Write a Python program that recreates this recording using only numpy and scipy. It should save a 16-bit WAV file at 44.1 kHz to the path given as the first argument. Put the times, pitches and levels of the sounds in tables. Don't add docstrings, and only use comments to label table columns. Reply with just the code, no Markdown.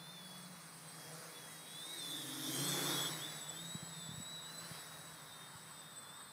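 import sys
import numpy as np
from scipy import signal
from scipy.io import wavfile
from scipy.ndimage import uniform_filter1d

SR = 44100
rng = np.random.default_rng(int(sys.argv[2]) if len(sys.argv) > 2 else 0)


def unload_audio(sound):
    columns = np.transpose(np.atleast_2d(sound))
    steps = np.round(np.clip(columns, -1, 1) * 32767)
    wavfile.write(sys.argv[1], SR, steps.astype(np.int16))


N = 278712


def gain_of(db):
    return 10 ** (np.asarray(db) / 20)


def evened(x):
    return x / np.sqrt(np.mean(x ** 2) + 1e-20)


def read(points, hz):
    f, value = np.transpose(points)
    return np.interp(np.log(hz + 1), np.log(f + 1), value)


def curves(rows, t):
    s, *columns = np.transpose(rows)
    return [np.interp(t, s, c) for c in columns]


def step(t, s, width_s):
    return .5 + .5 * np.tanh((t - s) / width_s)


def add(mix, s, sound):
    part = mix[round(s * SR):][:len(sound)]
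    part += sound[:len(part)]


def drift(top_hz):
    lowpass = signal.butter(2, top_hz, fs=SR / 64, output="sos")
    steps = signal.sosfilt(lowpass, rng.standard_normal(N // 32))
    settled = steps[-(N // 64):]
    return evened(np.interp(np.arange(N) / 64, np.arange(N // 64), settled))


def tone(hz, db):
    cycles = np.cumsum(hz) / SR + rng.random()
    return np.sqrt(2) * gain_of(db) * np.sin(2 * np.pi * cycles)


def noise(level_db, patchy_db):
    frames, hz = N // 256 + 5, np.fft.rfftfreq(1024, 1 / SR)
    real, imag, patches = rng.standard_normal((frames, 513, 3)).T
    patches = uniform_filter1d(patches, size=16, axis=0)
    patches = evened(uniform_filter1d(patches, size=14, axis=1))
    shape_db = level_db(hz[:, None], np.arange(frames) * 256 / SR)
    spectra = (real + 1j * imag) * gain_of(shape_db + patchy_db * patches)
    return signal.istft(spectra, nperseg=1024, noverlap=768)[1][:N]


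# frequency in Hz, relative density in dB per Hz.
FIELD_SPECTRUM = [(18, -47), (59, -42), (151, -2.5), (250, -7.5), (389, -12), (1060, -6.5), (1780, -11.5),
                  (3000, -18.5), (3900, -74), (6600, -120)]
# frequency in Hz, change in dB.
FIELD_LATER = [(100, 5), (180, 0.5), (300, -2), (650, -5), (1050, 3.5), (1800, 1), (2600, -14.5)]
FIELD_RMS_DB, COLOUR_SHIFT_S, COLOUR_WIDTH_S = -60, 4.2, 0.68


def field():
    def level_db(hz, t):
        shift = step(t, COLOUR_SHIFT_S, COLOUR_WIDTH_S)
        return read(FIELD_SPECTRUM, hz) + read(FIELD_LATER, hz) * shift
    return gain_of(FIELD_RMS_DB) * evened(noise(level_db, patchy_db=1.0))


# frequency in Hz, rms level in dB.
THIN_TONES = [(15000, -76)]


def thin_tone():
    return sum(tone(np.full(N, hz), db) for hz, db in THIN_TONES)


GUST_FROM_S, GUST_TO_S, GUST_DB, GUST_TOP_HZ = 3.5, 5.35, -66, 89


def wind_gust(t):
    lowpass = signal.butter(2, GUST_TOP_HZ, fs=SR, output="sos")
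    low = evened(signal.sosfilt(lowpass, rng.standard_normal(N)))
    gate = step(t, GUST_FROM_S, 0.21) - step(t, GUST_TO_S, 0.33)
    return low * gain_of(GUST_DB + 1.9 * drift(6.7)) * gate


# start in seconds, relative level in dB, initial pitch in Hz.
WIND_BUMPS = [(3.749, -34, 180), (3.826, -40.5, 170), (4.088, -38, 172), (4.112, -40, 155),
              (4.139, -43, 163), (4.176, -39.5, 125), (4.199, -39, 197), (4.711, -41.5, 152),
              (5.55, -47.5, 123)]


def wind_bumps():
    out = np.zeros(N)
    for s, db, hz in WIND_BUMPS:
        u = np.arange(2600) / SR * hz
        envelope = u / 0.82 * np.exp(-u / 0.5)
        add(out, s, gain_of(db + 11.5) * envelope * np.sin(2 * np.pi * u / (1 + 0.039 * u)))
    return out


# start in seconds, length in seconds, start, middle and end pitch in Hz,
# rms level in dB before the rounded envelope.
BIRD_NOTES = [(1.47, .11, 1830, 2030, 1740, -62), (1.86, .15, 2180, 2220, 2270, -64),
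              (1.93, .045, 2100, 1850, 1650, -61), (2.155, .05, 1780, 1800, 1820, -61),
              (2.22, .03, 2050, 1900, 1700, -65), (2.26, .04, 1750, 1740, 1750, -62)]


def bird():
    out = np.zeros(N)
    for s, length_s, *hz, db in BIRD_NOTES:
        u = np.linspace(0, 1, round(length_s * SR))
        glide_hz = np.polyval(np.polyfit([0, .5, 1], hz, 2), u)
        add(out, s, tone(glide_hz, db) * np.sin(np.pi * u) ** 0.26)
    return out


# time in seconds, shaft speed as heard in rev/s.
ROTOR_SPEEDS = [
    [(0, 71.9), (.12, 75.3), (.21, 71.6), (.3, 70.2), (.43, 71), (.52, 69.7), (.63, 71), (.73, 68.1),
     (.89, 67.3), (.98, 69), (1.1, 68.3), (1.17, 70.2), (1.27, 66.7), (1.35, 72), (1.47, 69), (1.59, 68.4),
     (1.78, 71.9), (1.87, 77), (1.94, 80), (2.055, 72.6), (2.15, 73.6), (2.28, 66.5), (2.45, 66),
     (2.62, 66.2), (2.7, 70.4), (2.8, 71.5), (2.89, 74.5), (2.96, 79.8), (3, 78.3), (3.06, 74.1),
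     (3.15, 79.2), (3.23, 75.8), (3.31, 82.4), (3.36, 81.2), (3.44, 75.6), (3.55, 73.6), (3.64, 78.2),
     (3.76, 80.8), (3.93, 77.4), (4.08, 72), (4.15, 75.8), (4.32, 70.4), (4.42, 75.5), (5.11, 70.6),
     (5.18, 67.6), (5.25, 69.9), (5.35, 65.7), (5.46, 67.6), (5.58, 62.7), (5.72, 67.4), (5.83, 69.8),
     (5.91, 69.5), (5.97, 73.5), (6.08, 73.6), (6.24, 68.3), (6.32, 73.7)],
    [(0, 85.5), (.08, 86), (.26, 92.3), (.56, 90.1), (.63, 84.5), (.8, 82.5), (.97, 83), (1.1, 80),
     (1.24, 85), (1.36, 80), (1.48, 81.5), (1.56, 79.1), (1.71, 79.4), (1.77, 82.3), (1.96, 81.8),
     (2.04, 86.8), (2.18, 75.3), (2.24, 75), (2.32, 71.8), (2.46, 72.6), (2.58, 71), (2.62, 73.8),
     (2.65, 72.8), (2.72, 74.6), (2.8, 72), (2.85, 70.3), (2.89, 68.3), (2.92, 72), (2.98, 69.4),
     (3.03, 70.9), (3.08, 70), (3.26, 58.3), (3.39, 56.8), (3.48, 62.5), (3.57, 66.7), (3.62, 68.2),
     (3.7, 66), (3.79, 67.8), (3.86, 65.8), (3.93, 70), (4.39, 58), (4.46, 62), (4.52, 59.4), (4.6, 55.6),
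     (4.67, 63.7), (4.74, 66.8), (4.83, 71.6), (5.68, 60.5), (6.32, 66)],
    [(0, 72.3), (.54, 71.5), (1.4, 67), (1.58, 67.9), (1.68, 65), (1.8, 72), (1.86, 68.9), (2.1, 70),
     (2.2, 66), (2.5, 66), (2.7, 73), (2.95, 71), (3.05, 66), (3.165, 62), (3.2, 66), (3.24, 73),
     (3.27, 74.3), (3.34, 71), (3.41, 73.8), (3.52, 70.9), (3.63, 77.9), (3.7, 79.2), (3.79, 81.6),
     (3.87, 86.2), (3.91, 84.3), (3.99, 86.7), (4.04, 84.4), (4.18, 80.5), (4.28, 83.5), (4.66, 83.9),
     (4.95, 79.4), (5.13, 81.6), (5.27, 80.2), (5.37, 82.4), (5.54, 78.9), (5.79, 83.1), (5.89, 79.6),
     (5.96, 85.1), (6.11, 87.1), (6.21, 81.3), (6.32, 84.2)],
    [(0, 79), (.52, 82.7), (.64, 78), (1.8, 80), (1.98, 85.3), (2.04, 85.8), (2.26, 78.2), (2.48, 77),
     (2.56, 84), (2.7, 88.8), (3.06, 85.2), (3.29, 73.9), (3.42, 76), (3.52, 82), (3.7, 84.3), (3.77, 82),
     (3.97, 79), (4.12, 77.8), (4.24, 79), (4.34, 82), (4.43, 77.9), (4.53, 84.2), (4.68, 83.8),
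     (4.8, 78.2), (5.08, 80.6), (5.23, 75.3), (5.5, 77.2), (5.57, 79), (5.72, 77.6), (5.8, 75.3),
     (5.9, 77.1), (6.06, 70.9), (6.2, 78), (6.32, 74.2)],
]


def shaft_speeds(t):
    return [uniform_filter1d(curves(rows, t)[0], size=1100) for rows in ROTOR_SPEEDS]


def blurred(speed):
    return uniform_filter1d(speed, size=4000)


def blade_beat(speeds):
    return sum(tone(2 * blurred(speed), -10.0) for speed in speeds)


# time in seconds, speed towards the microphone in m/s.
CLOSING = [(0, 5.8), (.4, 6.9), (1.35, 8.1), (1.9, 9.3), (2.3, 7.8), (2.45, 7), (2.6, 5.1), (2.75, .1),
           (2.88, -2.1), (3.02, -5.7), (3.25, -6.9), (3.7, -7.1), (4.3, -6.1), (4.8, -3.8), (5.4, .1),
           (6.32, 3.9)]
# time in seconds, relative level in dB.
SWITCHING_LEVEL = [(0, -86), (.4, -64.5), (1, -62), (1.35, -68), (1.9, -56.5), (2.45, -60), (2.6, -46),
                   (2.9, -56), (3.02, -48.5), (3.25, -56), (3.7, -55), (4.3, -57), (4.8, -64.5),
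                   (5.5, -64.5), (5.9, -59.5), (6.32, -60)]
SWITCHING_HZ, SOUND_M_PER_S = 8000, 343


def controllers(t, beat):
    closing_m_per_s, db = curves(CLOSING, t) + curves(SWITCHING_LEVEL, t)
    hz = SWITCHING_HZ / (1 - closing_m_per_s / SOUND_M_PER_S)
    hz = hz + 8.8 * drift(26.6)
    db = db - 0.5 + 3.48 * drift(24.4)
    return tone(hz, db) * (1 + 0.19 * beat)


SWELL_S, SWELL_WIDTH_S, SWELL_DB = 1.17, 0.25, 6.5


def swell(t):
    return np.exp(-((t - SWELL_S) / SWELL_WIDTH_S) ** 2)


# time in seconds, relative hiss level in dB, relative blade-pass tone level in dB.
FLIGHT_LEVELS = [(0, -62, -58.5), (.35, -60, -58.5), (.7, -62, -59), (1.1, -58, -55.5), (1.5, -58.5, -61.5),
                 (1.7, -59.5, -66), (1.95, -55.5, -67), (2.1, -54, -54.5), (2.35, -52.5, -55.5),
                 (2.55, -47.5, -48.5), (2.7, -46, -41), (2.82, -46, -44), (2.92, -45.5, -46),
                 (3.05, -49, -48), (3.2, -53.5, -50), (3.45, -57, -55.5), (3.8, -59.5, -52.5),
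                 (4.4, -61, -60), (4.7, -56.5, -61.5), (5.1, -60.5, -59), (5.6, -62, -63.5),
                 (6.32, -64, -72)]
# time in seconds, lag in microseconds.
ECHO_LAG = [(0, 199), (1.7, 197), (2.45, 187), (2.9, 196), (4.2, 207), (5.2, 206), (6.32, 233)]
# frequency in Hz, relative density in dB per Hz.
FAR_HISS = [(100, 10), (300, -10), (600, 10.5), (1000, 4.5), (1900, 15.5), (2600, 10), (3200, 4.5),
            (4000, 7.5), (6500, 6), (10000, 8), (13000, 3), (15500, -2.5)]
# frequency in Hz, relative density in dB per Hz.
NEAR_HISS = [(70, 1), (140, -10), (210, 4), (300, 14), (600, 8.5), (1000, 11.5), (2200, 14), (2800, 7.5),
             (4100, 5), (6500, 9.5), (10000, 6.5), (13000, 8.5), (15500, -2)]
PASS_S, TURN_WIDTH_S, RUSH_AHEAD_DB, RUSH_BEHIND_DB = 2.71, 0.13, -4, 2


def hiss(beat):
    def level_db(hz, t):
        hiss_db = curves(FLIGHT_LEVELS, t)[0]
        near = np.clip((hiss_db + 62) / 14, 0, 1)
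        colour_db = (1 - near) * read(FAR_HISS, hz) + near * read(NEAR_HISS, hz)
        rush_db = RUSH_AHEAD_DB + (RUSH_BEHIND_DB - RUSH_AHEAD_DB) * step(t, PASS_S, TURN_WIDTH_S)
        rush_db = rush_db + SWELL_DB * swell(t)
        rush_db = rush_db / (1 + (hz / 2600) ** 4) / (1 + (220 / (hz + 1)) ** 4)
        lag_s = curves(ECHO_LAG, t)[0] * 1e-6
        comb = abs(1 + 0.46 * np.exp(-2j * np.pi * hz * lag_s))
        return hiss_db - 28.5 + colour_db + rush_db + 20 * np.log10(comb)
    return noise(level_db, patchy_db=1.45) * (1 + 0.11 * beat)


BANK_FROM_S, BANK_TO_S, ROUGH_TO_S = 1.974, 3.1, 3.7


def banking(t):
    return step(t, BANK_FROM_S, 0.095) - step(t, BANK_TO_S, .11)


def rough_air(t):
    return step(t, BANK_FROM_S, .2) - step(t, ROUGH_TO_S, .2)


HUM_OFFSET_DB = [-1, -1, -1, 0]
OCTAVE_OFFSET_DB = [0.5, -1, -2, 2.5]
OVERTONE_SWELL_DB = [0, 13, 0, 9]
# multiple of shaft speed, level in dB against the hiss curve.
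BLADE_OVERTONES = [(6, -20), (8, -24)]
OCTAVE_FAR_DB, OCTAVE_BANKED_DB = -8, 5
FASTER_DB_PER_REV_S = 0.59
OVERTONES_BANKED_DB = 1


def blade_tones(t, speeds):
    hiss_db, pass_db = curves(FLIGHT_LEVELS, t)
    banked = banking(t)
    octave_share = np.maximum(banked, 0.46 * rough_air(t))
    octave_db = hiss_db + OCTAVE_FAR_DB + (OCTAVE_BANKED_DB - OCTAVE_FAR_DB) * octave_share
    hum = np.zeros(N)
    for speed, hum_db, share_db, swell_db in zip(speeds, HUM_OFFSET_DB, OCTAVE_OFFSET_DB, OVERTONE_SWELL_DB):
        speed = blurred(speed)
        carry_db = FASTER_DB_PER_REV_S * (speed - 76) * (1 - banked)
        hum += tone(2 * speed, pass_db - 10.0 + hum_db + carry_db + 1.9 * drift(7.8))
        hum += tone(4 * speed, octave_db - 14.5 + share_db + 3.3 * drift(17.0))
        lift_db = OVERTONES_BANKED_DB * banked + swell_db * swell(t)
        for multiple, db in BLADE_OVERTONES:
            hum += tone(multiple * speed, hiss_db + db + lift_db + 1.84 * drift(3.2))
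    return hum


# time in seconds, level in dB before the air breaks it.
WHINE_LEVELS = [
    [(0, -62), (.17, -56), (.43, -64), (.5, -73), (.63, -70), (.75, -79.5), (1.05, -63.5), (1.27, -80),
     (1.37, -59), (1.59, -71), (1.8, -52.5), (2.14, -49), (2.22, -52.5), (2.3, -64), (2.38, -63),
     (2.6, -50), (2.74, -49), (2.81, -53), (2.88, -43), (3.04, -55), (3.15, -53.5), (3.23, -59),
     (3.35, -56), (3.5, -67), (3.6, -57), (3.76, -67), (3.9, -59.5), (4.11, -55.5), (4.2, -82), (4.4, -69),
     (4.6, -77), (5.05, -85), (5.15, -70), (5.3, -75), (5.48, -72), (5.64, -78), (5.83, -71), (6.05, -69),
     (6.32, -76)],
    [(0, -66.5), (.54, -71), (.7, -83), (.93, -71), (1.1, -78), (1.22, -71), (1.3, -73), (1.56, -66.5),
     (1.77, -62), (2.46, -52.5), (2.6, -55), (2.63, -55), (2.72, -46.5), (2.89, -53.5), (2.94, -44.5),
     (3.06, -43), (3.11, -68), (3.43, -78), (3.57, -62), (3.7, -76), (3.8, -66), (3.93, -71), (4, -86),
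     (4.39, -81), (4.5, -67), (4.57, -86), (4.64, -65), (4.7, -75), (4.76, -64), (4.87, -78), (4.95, -95),
     (6.32, -92)],
    [(0, -87), (1.5, -84), (1.68, -69), (1.8, -67), (1.87, -71), (2.05, -69), (2.2, -77), (3.01, -74),
     (3.06, -57), (3.17, -66), (3.24, -46.5), (3.35, -63), (3.39, -59), (3.52, -57), (3.6, -57),
     (3.74, -53), (3.85, -65.5), (4.66, -63), (5.2, -68), (5.35, -64), (5.42, -82), (5.71, -79),
     (5.79, -72), (5.89, -80), (6.06, -67), (6.14, -84), (6.32, -69)],
    [(0, -88), (.52, -68), (.68, -84), (1.85, -85), (2.04, -62), (2.48, -55.5), (2.58, -58), (2.66, -54),
     (2.73, -54), (3.09, -62), (3.14, -54), (3.25, -70), (3.48, -60), (3.56, -74), (3.73, -69), (4.2, -59),
     (4.33, -51), (4.67, -62.5), (4.8, -66), (5.23, -68), (5.41, -57.5), (5.57, -68.5), (5.9, -61.5),
     (6.05, -68), (6.12, -57), (6.32, -70)],
]
CALM_WAVER_HZ = [7, 11, 12, 9]
WHINE_ORDER = 48
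FRAY_FROM_REV_S, FRAY_HZ_PER_REV_S = 84, 8
WAVER_ROUGH, FADING, SCATTER = 0.7, .24, .42


def motor_whines(t, speeds):
    rough = rough_air(t)
    whines = np.zeros(N)
    for speed, levels, waver_hz in zip(speeds, WHINE_LEVELS, CALM_WAVER_HZ):
        whine_db = uniform_filter1d(curves(levels, t)[0], size=1100)
        waver = waver_hz * (1 + WAVER_ROUGH * rough) * drift(30.0)
        fray = FRAY_HZ_PER_REV_S * np.maximum(speed - FRAY_FROM_REV_S, 0) * drift(60)
        whine = tone(WHINE_ORDER * speed + waver + fray, whine_db)
        air = FADING * drift(20) + SCATTER * rough * drift(250)
        whines += whine * (1 + tone(speed, -18) + air)
    return whines


def scene():
    t = np.arange(N) / SR
    speeds = shaft_speeds(t)
    beat = blade_beat(speeds)
    background = field() + thin_tone() + wind_gust(t) + wind_bumps() + bird()
    drone = controllers(t, beat) + hiss(beat) + blade_tones(t, speeds) + motor_whines(t, speeds)
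    return np.tile(background + drone, (2, 1))


EDGE_HZ = 15650


def record(dry):
    thin = signal.sosfilt(signal.butter(3, 95., "high", fs=SR, output="sos"), dry)
    edge = signal.firwin(1023, EDGE_HZ, window=("kaiser", 9), fs=SR)
    return signal.oaconvolve(thin, edge[None], "same")


dry = scene()
out = record(dry)
unload_audio(out)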